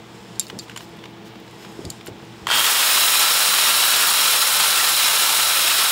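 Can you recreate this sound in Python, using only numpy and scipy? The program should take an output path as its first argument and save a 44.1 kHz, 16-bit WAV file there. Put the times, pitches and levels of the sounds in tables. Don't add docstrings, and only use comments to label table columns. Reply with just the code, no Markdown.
import sys
import numpy as np
from scipy import signal
from scipy.fft import rfft, irfft
from scipy.io import wavfile

SR = 44100
rng = np.random.default_rng(int(sys.argv[2]) if len(sys.argv) > 2 else 0)


def pcm_store(signal):
    levels = np.round(np.clip(np.atleast_2d(signal), -1, 1) * 32767)
    wavfile.write(sys.argv[1], SR, levels.astype(np.int16).T)


def voltage_ratio(decibels):
    exponent = np.asarray(decibels, float) / 20
    return 10 ** exponent


N = 260631
T = np.arange(N) / SR

# pitch_hz, level_db (per Hz)
AIR_COLOUR = [(15, -52), (25, -22), (70, -9.5), (113, -11.5), (205, 2.5), (254, -8.5), (333, -4.5),
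              (380, -6.5), (460, -3), (526, -13), (854, -10), (1390, -16), (3470, -18), (11100, -43.5),
              (15700, -37)]
AIR_DB = -41.5
# pitch_hz, level_db
HUM_TONES = [(118.4, -48.5), (166.9, -53), (204.6, -60), (333.8, -47), (683.7, -58), (850.6, -59)]
HUM_WIDTH_HZ, HUM_WAVER = 6.0, .35
# start_s, level_db
RUSTLE_LEVEL = [(0.0, -62), (0.16, -55), (0.85, -57.5), (1.3, -69), (1.5, -58), (1.93, -52), (2.08, -63),
                (2.46, -55)]
# pitch_hz, level_db (per Hz)
RUSTLE_COLOUR = [(2000, -15), (3500, -30), (5100, 14.5), (6000, 3.5), (7300, 9.5), (10000, -0.5),
                 (16000, -12)]
ROOM_T60_S, ROOM_DB = 0.18, -24

# start_s, level_db, pitch_hz
BENCH_THUDS = [(0.529, -17, 403), (0.549, -28, 130), (0.567, -21.5, 230), (1.791, -18, 367),
               (1.81, -25, 375), (1.847, -18, 162), (1.864, -21, 81.4), (2.084, -17.5, 390),
               (2.11, -26, 109), (2.225, -25, 128), (2.42, -31, 75.4), (2.53, -29, 300)]
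THUD_T60_CYCLES = 6.28
# start_s, level_db
HANDLE_KNOCKS = [(0.499, -22.5), (0.696, -31), (0.715, -36), (0.762, -28), (0.774, -26.5), (0.806, -33),
                 (1.039, -32), (1.055, -31.5), (1.647, -30.5), (2.01, -32.5), (2.068, -33), (2.079, -33.5)]
# pitch_hz, level_db, t60_s
HANDLE_MODES = [(995, -7, 0.02), (1530, -11.5, 0.017), (2360, -11, .012), (2950, -5.5, 0.017)]
# start_s, length_s, level_db
STEEL_SCRAPES = [(0.393, 0.079, -40), (0.47, 0.031, -44), (0.592, 0.066, -47), (.77, 0.094, -46),
                 (1.243, 0.055, -50), (1.578, 0.1, -51), (1.9, 0.037, -48), (2.04, 0.064, -47)]
# pitch_hz, level_db (per Hz)
SCRAPE_COLOUR = [(1000, -17), (3000, 7), (7500, 0), (11000, -7), (16000, -3)]
RATTLE_FROM_S, RATTLE_TO_S, RATTLE_DB = 1.45, 1.88, -61
# pitch_hz, level_db, t60_s
CHUCK_MODES = [(5150, 0, .04), (6600, -1, .03), (7500, -8, .03), (9000, -9, .03), (11600, -9, .03),
               (13100, -8, .03)]
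# start_s, level_db, favoured pitch_hz, ring level_db (relative to the touch)
STEEL_TICKS = [(.3571, -32, 4470, -6), (.3959, -3.5, 7300, -5), (.4010, -8, 6000, -14),
               (.4105, -12, 4660, -12), (0.426, -24, 3840, -8), (.4678, -23, 5200, -7),
               (.4825, -30, 8500, -12), (0.5894, -11.5, 5900, -16), (.5940, -18, 4460, -2),
               (.6963, -31, 7500, -11), (.7617, -26, 8000, -4), (0.7742, -21, 6860, -4),
               (1.8517, -16, 5000, -12), (1.9011, -16, 6560, -7), (1.903, -10, 6250, -20),
               (2.0620, -26, 13000, -14), (2.072, -18.5, 6960, -15)]
# pitch_hz, level_db, t60_s
AXE_MODES = [(2500, -16, .025), (3750, -9, .06), (4400, -8, .045), (4700, -11, .06), (5200, -9, .025),
             (6100, -13, .02), (6850, -8, .035), (7400, -5, .055), (8100, -10, .025), (9200, -9, .03),
             (10450, -9, .035), (12300, -12, .025), (14000, -11, .02)]
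HANDLING_FROM_S, HANDLING_TO_S = .6, 2.3
FAINT_TICKS, FAINT_TICK_DB, FAINT_RING_DB = 8, -40, -11
FAINT_KNOCKS, FAINT_KNOCK_DB, FAINT_SPREAD_DB = 6, -38.5, 1

DRILL_GAIN_DB = 9.5
SWITCH_ON_S, RUN_UP_S = 2.468, .075
# start_s, speed (turns per s)
ROTOR_SPEED = [(2.47, 310), (2.55, 340), (2.7, 372), (2.87, 412), (2.95, 425), (3.06, 437), (3.18, 445.3),
               (3.35, 450.8), (3.6, 454.3), (4.14, 454), (5.1, 446), (5.91, 446.5)]
ENGAGE_S, ENGAGE_RISE_S, SLACK_DB = 2.5, 0.02, -12
CLATTER_DB, FIRST_EXTRA_DB, SETTLE_S = -20.5, -0.5, 0.13
HISS_DB, HISS_LAG_DB, HISS_SWELL_S = -22, -9.5, 0.079
FADE_DB_PER_S = 0.41
# pitch_hz, level_db (per Hz)
CLATTER_COLOUR = [(88, -56), (150, -49), (242, -20), (303, -22), (441, -14), (1280, -1.5), (1370, -1.5),
                  (2030, -6.5), (2860, -2), (3630, -3.5), (3950, -5), (4690, -6.5), (5380, -8.5),
                  (6070, -11), (9000, -10.5), (11700, -60), (19800, -120)]
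# pitch_hz, level_db (per Hz)
HISS_COLOUR = [(2500, -15), (4500, -2.5), (5350, 5), (6130, -2), (6900, 6), (7470, 3.5), (8300, 6),
               (9550, 6), (10900, 7.5), (12500, 5), (14000, 1), (15000, 5), (15700, 5.5), (17000, -5.5)]
# multiple of rotor speed, level_db, width_hz
SMEARED_TONES = [(3, -49.5, 420), (9, -31.5, 360), (12, -35, 260)]
SMEAR_GROWTH = 3
BITE_HZ, BITE_T60_S, BITE_DB, BITE_S = 3250, .007, -19, .08
HOUSING_HZ, HOUSING_T60_S, HOUSING_DB = 3920, 0.019, -31
# start_s, level_db
SLACK_JOLTS = [(2.4695, -17), (2.4790, -23), (2.4880, -19), (2.5015, -13)]
CHATTER_FROM_S, CHATTER_GAP_S, CHATTER_COUNT = 2.511, .0082, 13
CHATTER_DB, CHATTER_FADE_DB_PER_S, CHATTER_SPREAD_DB = -12.5, 22, 2
# pitch_hz, level_db (per Hz)
JOLT_COLOUR = [(100, -50), (500, -12), (1050, -4), (1600, -1), (2200, -6.5), (3300, -7), (4500, -9.5),
               (6000, -18), (7500, -14), (11500, -24), (16000, -25)]
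# pitch_hz, level_db, t60_s
JOLT_MODES = [(1040, -10.5, 0.013), (3190, -10, 0.017), (3530, -15, 0.018)]
# multiple of rotor speed, level_db
WHINE_TONES = [(2, -48), (3, -38), (12, -40), (24, -42), (32, -50), (36, -33)]
SHELL_T60_S, SHELL_DB, SHIFT_HZ = 0.09, -13.5, 3.16

DUCK_FROM_DB, DUCK_SLOPE, DUCK_S = -32.5, 0.48, 0.12
CUTOFF_HZ, RUMBLE_CUT_HZ = 15750, 46


def rms_one(x):
    return x / np.sqrt(np.mean(x ** 2) + 1e-20)


def in_time(rows):
    s, value = np.transpose(rows)
    return np.interp(T, s, value)


def coloured(x, spectrum):
    hz, level_db = np.transpose(spectrum)
    grid = np.maximum(np.arange(N // 2 + 1) * SR / N, 1)
    gain = voltage_ratio(np.interp(np.log(grid), np.log(hz), level_db))
    return rms_one(irfft(rfft(x) * gain, N))


def drift(rate_hz):
    r = np.exp(-2 * np.pi * rate_hz / SR)
    noise = rng.standard_normal(N + SR)
    return rms_one(signal.lfilter([1], [1, -2 * r, r * r], noise)[SR:])


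def grains(per_s, spread_db):
    size = voltage_ratio(spread_db * np.minimum(rng.exponential(1, N), 5)) * rng.choice([-1, 1], N)
    return size * (rng.random(N) < per_s / SR)


def ring(clicks, hz, t60):
    r, w = voltage_ratio(-60 / (t60 * SR)), 2 * np.pi * hz / SR
    return signal.lfilter([0, np.sin(w)], [1, -2 * r * np.cos(w), r * r], clicks + 1e-18)


def struck(times, gains_db, modes, spread_db):
    at, out = np.round(times * SR).astype(int), np.zeros(N)
    for hz, level_db, t60 in modes:
        strength, sign = rng.standard_normal((2, len(at)))
        clicks = np.zeros(N)
        clicks[at] = voltage_ratio(gains_db(hz) + level_db + spread_db * strength) * np.sign(sign)
        out += ring(clicks, hz, t60)
    return out


def crack(times, level_db, spectrum, decay_s, rise_s=0.0004):
    marks = np.zeros(N)
    marks[np.round(times * SR).astype(int)] = voltage_ratio(level_db)
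    age = np.arange(SR // 8) / SR
    shape = np.exp(-age / decay_s) * (1 - np.exp(-age / rise_s))
    envelope = signal.fftconvolve(marks, shape / shape.max())[:N]
    return envelope * coloured(rng.standard_normal(N), spectrum)


def echoes(x, t60, dull):
    age = np.arange(SR // 2) / SR
    tail = signal.lfilter([1], [1, -dull], rng.standard_normal(len(age)) * voltage_ratio(-60 * age / t60))
    return signal.fftconvolve(x, tail / np.sqrt(np.sum(tail ** 2)))[:N]


def faint(count, level_db):
    when, size, spare = rng.random((count, 3)).T
    s = HANDLING_FROM_S + when * (HANDLING_TO_S - HANDLING_FROM_S)
    return s, level_db + FAINT_SPREAD_DB * (2 * size - 1), spare


def room_air():
    return voltage_ratio(AIR_DB + .6 * drift(4)) * coloured(rng.standard_normal(N), AIR_COLOUR)


def hum():
    out = np.zeros(N)
    for hz, level_db in HUM_TONES:
        waver = 1 + HUM_WAVER * (drift(HUM_WIDTH_HZ) + 1j * drift(HUM_WIDTH_HZ))
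        out += voltage_ratio(level_db) * np.real(waver * np.exp(2j * np.pi * hz * T))
    return out


def rustle():
    level = voltage_ratio(in_time(RUSTLE_LEVEL) + 0.4 * drift(32))
    return level * coloured(grains(4000, spread_db=2.0), RUSTLE_COLOUR)


def room(x):
    return voltage_ratio(ROOM_DB) * echoes(x, ROOM_T60_S, dull=0.13)


def thuds():
    out = np.zeros(N)
    for s, level_db, hz in BENCH_THUDS:
        age = np.arange(SR // 5) / SR * hz
        at = round(s * SR)
        swell = 1 - np.exp(-3.0 * age)
        out[at:at + len(age)] += voltage_ratio(level_db - 60 * age / THUD_T60_CYCLES) * np.sin(2 * np.pi * age) * swell
    s, level_db, hz = np.transpose(BENCH_THUDS)
    rumble_colour = [(40, -38), (120, 5.0), (450, -2), (900, -14), (3000, -60)]   # pitch_hz, level_db
    return out + crack(s, level_db - 18.5, rumble_colour, 0.034)


def knocks():
    s, level_db = np.hstack([np.transpose(HANDLE_KNOCKS), faint(FAINT_KNOCKS, FAINT_KNOCK_DB)[:2]])
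    rings = struck(s, lambda hz: level_db + 0.5, HANDLE_MODES, spread_db=4.0)
    colour = [(400, -18), (1000, -0.5), (3300, -3), (4500, -8.5), (12000, -27)]   # pitch_hz, level_db
    return rings + crack(s, level_db - 4.5, colour, 0.0035, rise_s=0.0011)


def scrapes():
    pressure = np.zeros(N)
    for s, length_s, level_db in STEEL_SCRAPES:
        pressure += voltage_ratio(level_db) * np.sin(np.pi * np.clip((T - s) / length_s, 0, 1))
    return pressure * coloured(grains(8000, spread_db=2.0), SCRAPE_COLOUR)


def rattle():
    along = np.clip((T - RATTLE_FROM_S) / (RATTLE_TO_S - RATTLE_FROM_S), 0, 1)
    swing = np.sqrt(np.abs(np.sin(np.pi * along))) * (along < 1)
    touches = swing * grains(400, spread_db=2.0)
    return voltage_ratio(RATTLE_DB) * sum(voltage_ratio(level_db) * ring(touches, hz, t60) for hz, level_db, t60 in CHUCK_MODES)


def ticks():
    s, level_db, spare = faint(FAINT_TICKS, FAINT_TICK_DB)
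    light = np.transpose([s, level_db, 6000 * 2 ** spare, np.full_like(s, FAINT_RING_DB)])
    s, level_db, centre_hz, ring_db = np.vstack([STEEL_TICKS, light]).T

    def mode_gains_db(hz):
        return level_db + ring_db - 15 * np.abs(np.log2(hz / centre_hz))

    modes = struck(s, mode_gains_db, AXE_MODES, spread_db=3.0)
    cracks = np.zeros(N)
    age = np.arange(SR // 50) / SR
    for at, tick_db, hz in zip(np.round(s * SR).astype(int), level_db, centre_hz):
        burst = rng.standard_normal(len(age)) * np.exp(-age / 0.0014)
        band = signal.butter(2, [hz / 1.7, min(hz * 1.6, .45 * SR)], "band", fs=SR)
        cracks[at:at + len(age)] += voltage_ratio(tick_db - 5) * signal.lfilter(*band, burst)
    return modes + cracks


def rotor():
    turns_per_s = in_time(ROTOR_SPEED)
    angle = 2 * np.pi * np.cumsum(turns_per_s * (1 + .0005 * drift(15))) / SR
    return angle, turns_per_s / np.max(ROTOR_SPEED)


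def clatter(since):
    loaded = np.maximum(since, 0)
    slack_db = SLACK_DB * np.clip(1 - since / ENGAGE_RISE_S, 0, 1)
    first_db = FIRST_EXTRA_DB * np.exp(-loaded / SETTLE_S)
    level_db = CLATTER_DB + slack_db + first_db - FADE_DB_PER_S * loaded
    return coloured(grains(16000, spread_db=1.0), CLATTER_COLOUR) * voltage_ratio(level_db + 1.2 * drift(45))


def hiss(loaded):
    level_db = HISS_DB + HISS_LAG_DB * np.exp(-loaded / HISS_SWELL_S) - FADE_DB_PER_S * loaded
    return coloured(grains(24000, spread_db=3.5), HISS_COLOUR) * voltage_ratio(level_db + 0.81 * drift(49))


def smears(angle, speed):
    bands = np.zeros(N)
    for multiple, level_db, width_hz in SMEARED_TONES:
        smear = drift(width_hz) + 1j * drift(width_hz)
        bands += voltage_ratio(level_db) * np.real(smear * np.exp(1j * multiple * angle))
    return bands * speed ** SMEAR_GROWTH


def bite(loaded):
    panel = rms_one(ring(grains(3000, spread_db=-0.5), BITE_HZ, BITE_T60_S))
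    return voltage_ratio(BITE_DB) * np.exp(-loaded / BITE_S) * panel


def housing(speed):
    return voltage_ratio(HOUSING_DB) * rms_one(ring(rng.standard_normal(N), HOUSING_HZ, HOUSING_T60_S)) * speed ** 4


def jolts():
    s, level_db = np.transpose(SLACK_JOLTS)
    late, size = rng.standard_normal((2, CHATTER_COUNT))
    age = CHATTER_GAP_S * (np.arange(CHATTER_COUNT) + .08 * late)
    run_db = CHATTER_DB - CHATTER_FADE_DB_PER_S * age + CHATTER_SPREAD_DB * size
    s, level_db = np.append(s, CHATTER_FROM_S + age), np.append(level_db, run_db)
    cracks = crack(s, level_db - 9.5, JOLT_COLOUR, 0.0024, rise_s=0.00077)
    return cracks + struck(s, lambda hz: level_db, JOLT_MODES, spread_db=2.5)


def whine(angle, speed):
    tones = np.zeros(N)
    for multiple, level_db in WHINE_TONES:
        tones += np.sqrt(2) * voltage_ratio(level_db + 2.5 * drift(8)) * np.cos(multiple * angle)
    return tones * speed ** 5


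def drill():
    since = T - ENGAGE_S
    loaded = np.maximum(since, 0)
    running = np.clip((T - SWITCH_ON_S) / RUN_UP_S, 0, 1) ** 1.5
    angle, speed = rotor()
    steady = clatter(since) + hiss(loaded) + smears(angle, speed) + bite(loaded) + housing(speed)
    noise = running * steady + jolts()
    near = sum(drift(SHIFT_HZ) * echoes(noise, SHELL_T60_S, dull=0) for _ in range(4)) / 2
    return voltage_ratio(DRILL_GAIN_DB) * (noise + voltage_ratio(SHELL_DB) * near + running * whine(angle, speed))


def scene():
    workshop = room_air() + hum() + rustle()
    handling = thuds() + knocks() + scrapes() + rattle() + ticks()
    return np.tile(workshop + handling + room(handling) + drill(), (2, 1))


def band_limit(x):
    return signal.sosfilt(signal.butter(12, 16390, fs=SR, output="sos"), x)


def record(dry):
    r = np.exp(-1 / (DUCK_S * SR))
    power = signal.lfilter([1 - r], [1, -r], dry[0] ** 2)
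    over_db = np.clip(10 * np.log10(power + 1e-12) - DUCK_FROM_DB, 0, 16)
    ducked = dry * voltage_ratio(-DUCK_SLOPE * over_db)
    topped = signal.sosfilt(signal.ellip(14, .3, 60, CUTOFF_HZ, fs=SR, output="sos"), ducked)
    mix = signal.sosfilt(signal.butter(2, RUMBLE_CUT_HZ, "high", fs=SR, output="sos"), topped)
    return band_limit(mix)


dry = scene()
out = record(dry)
pcm_store(out)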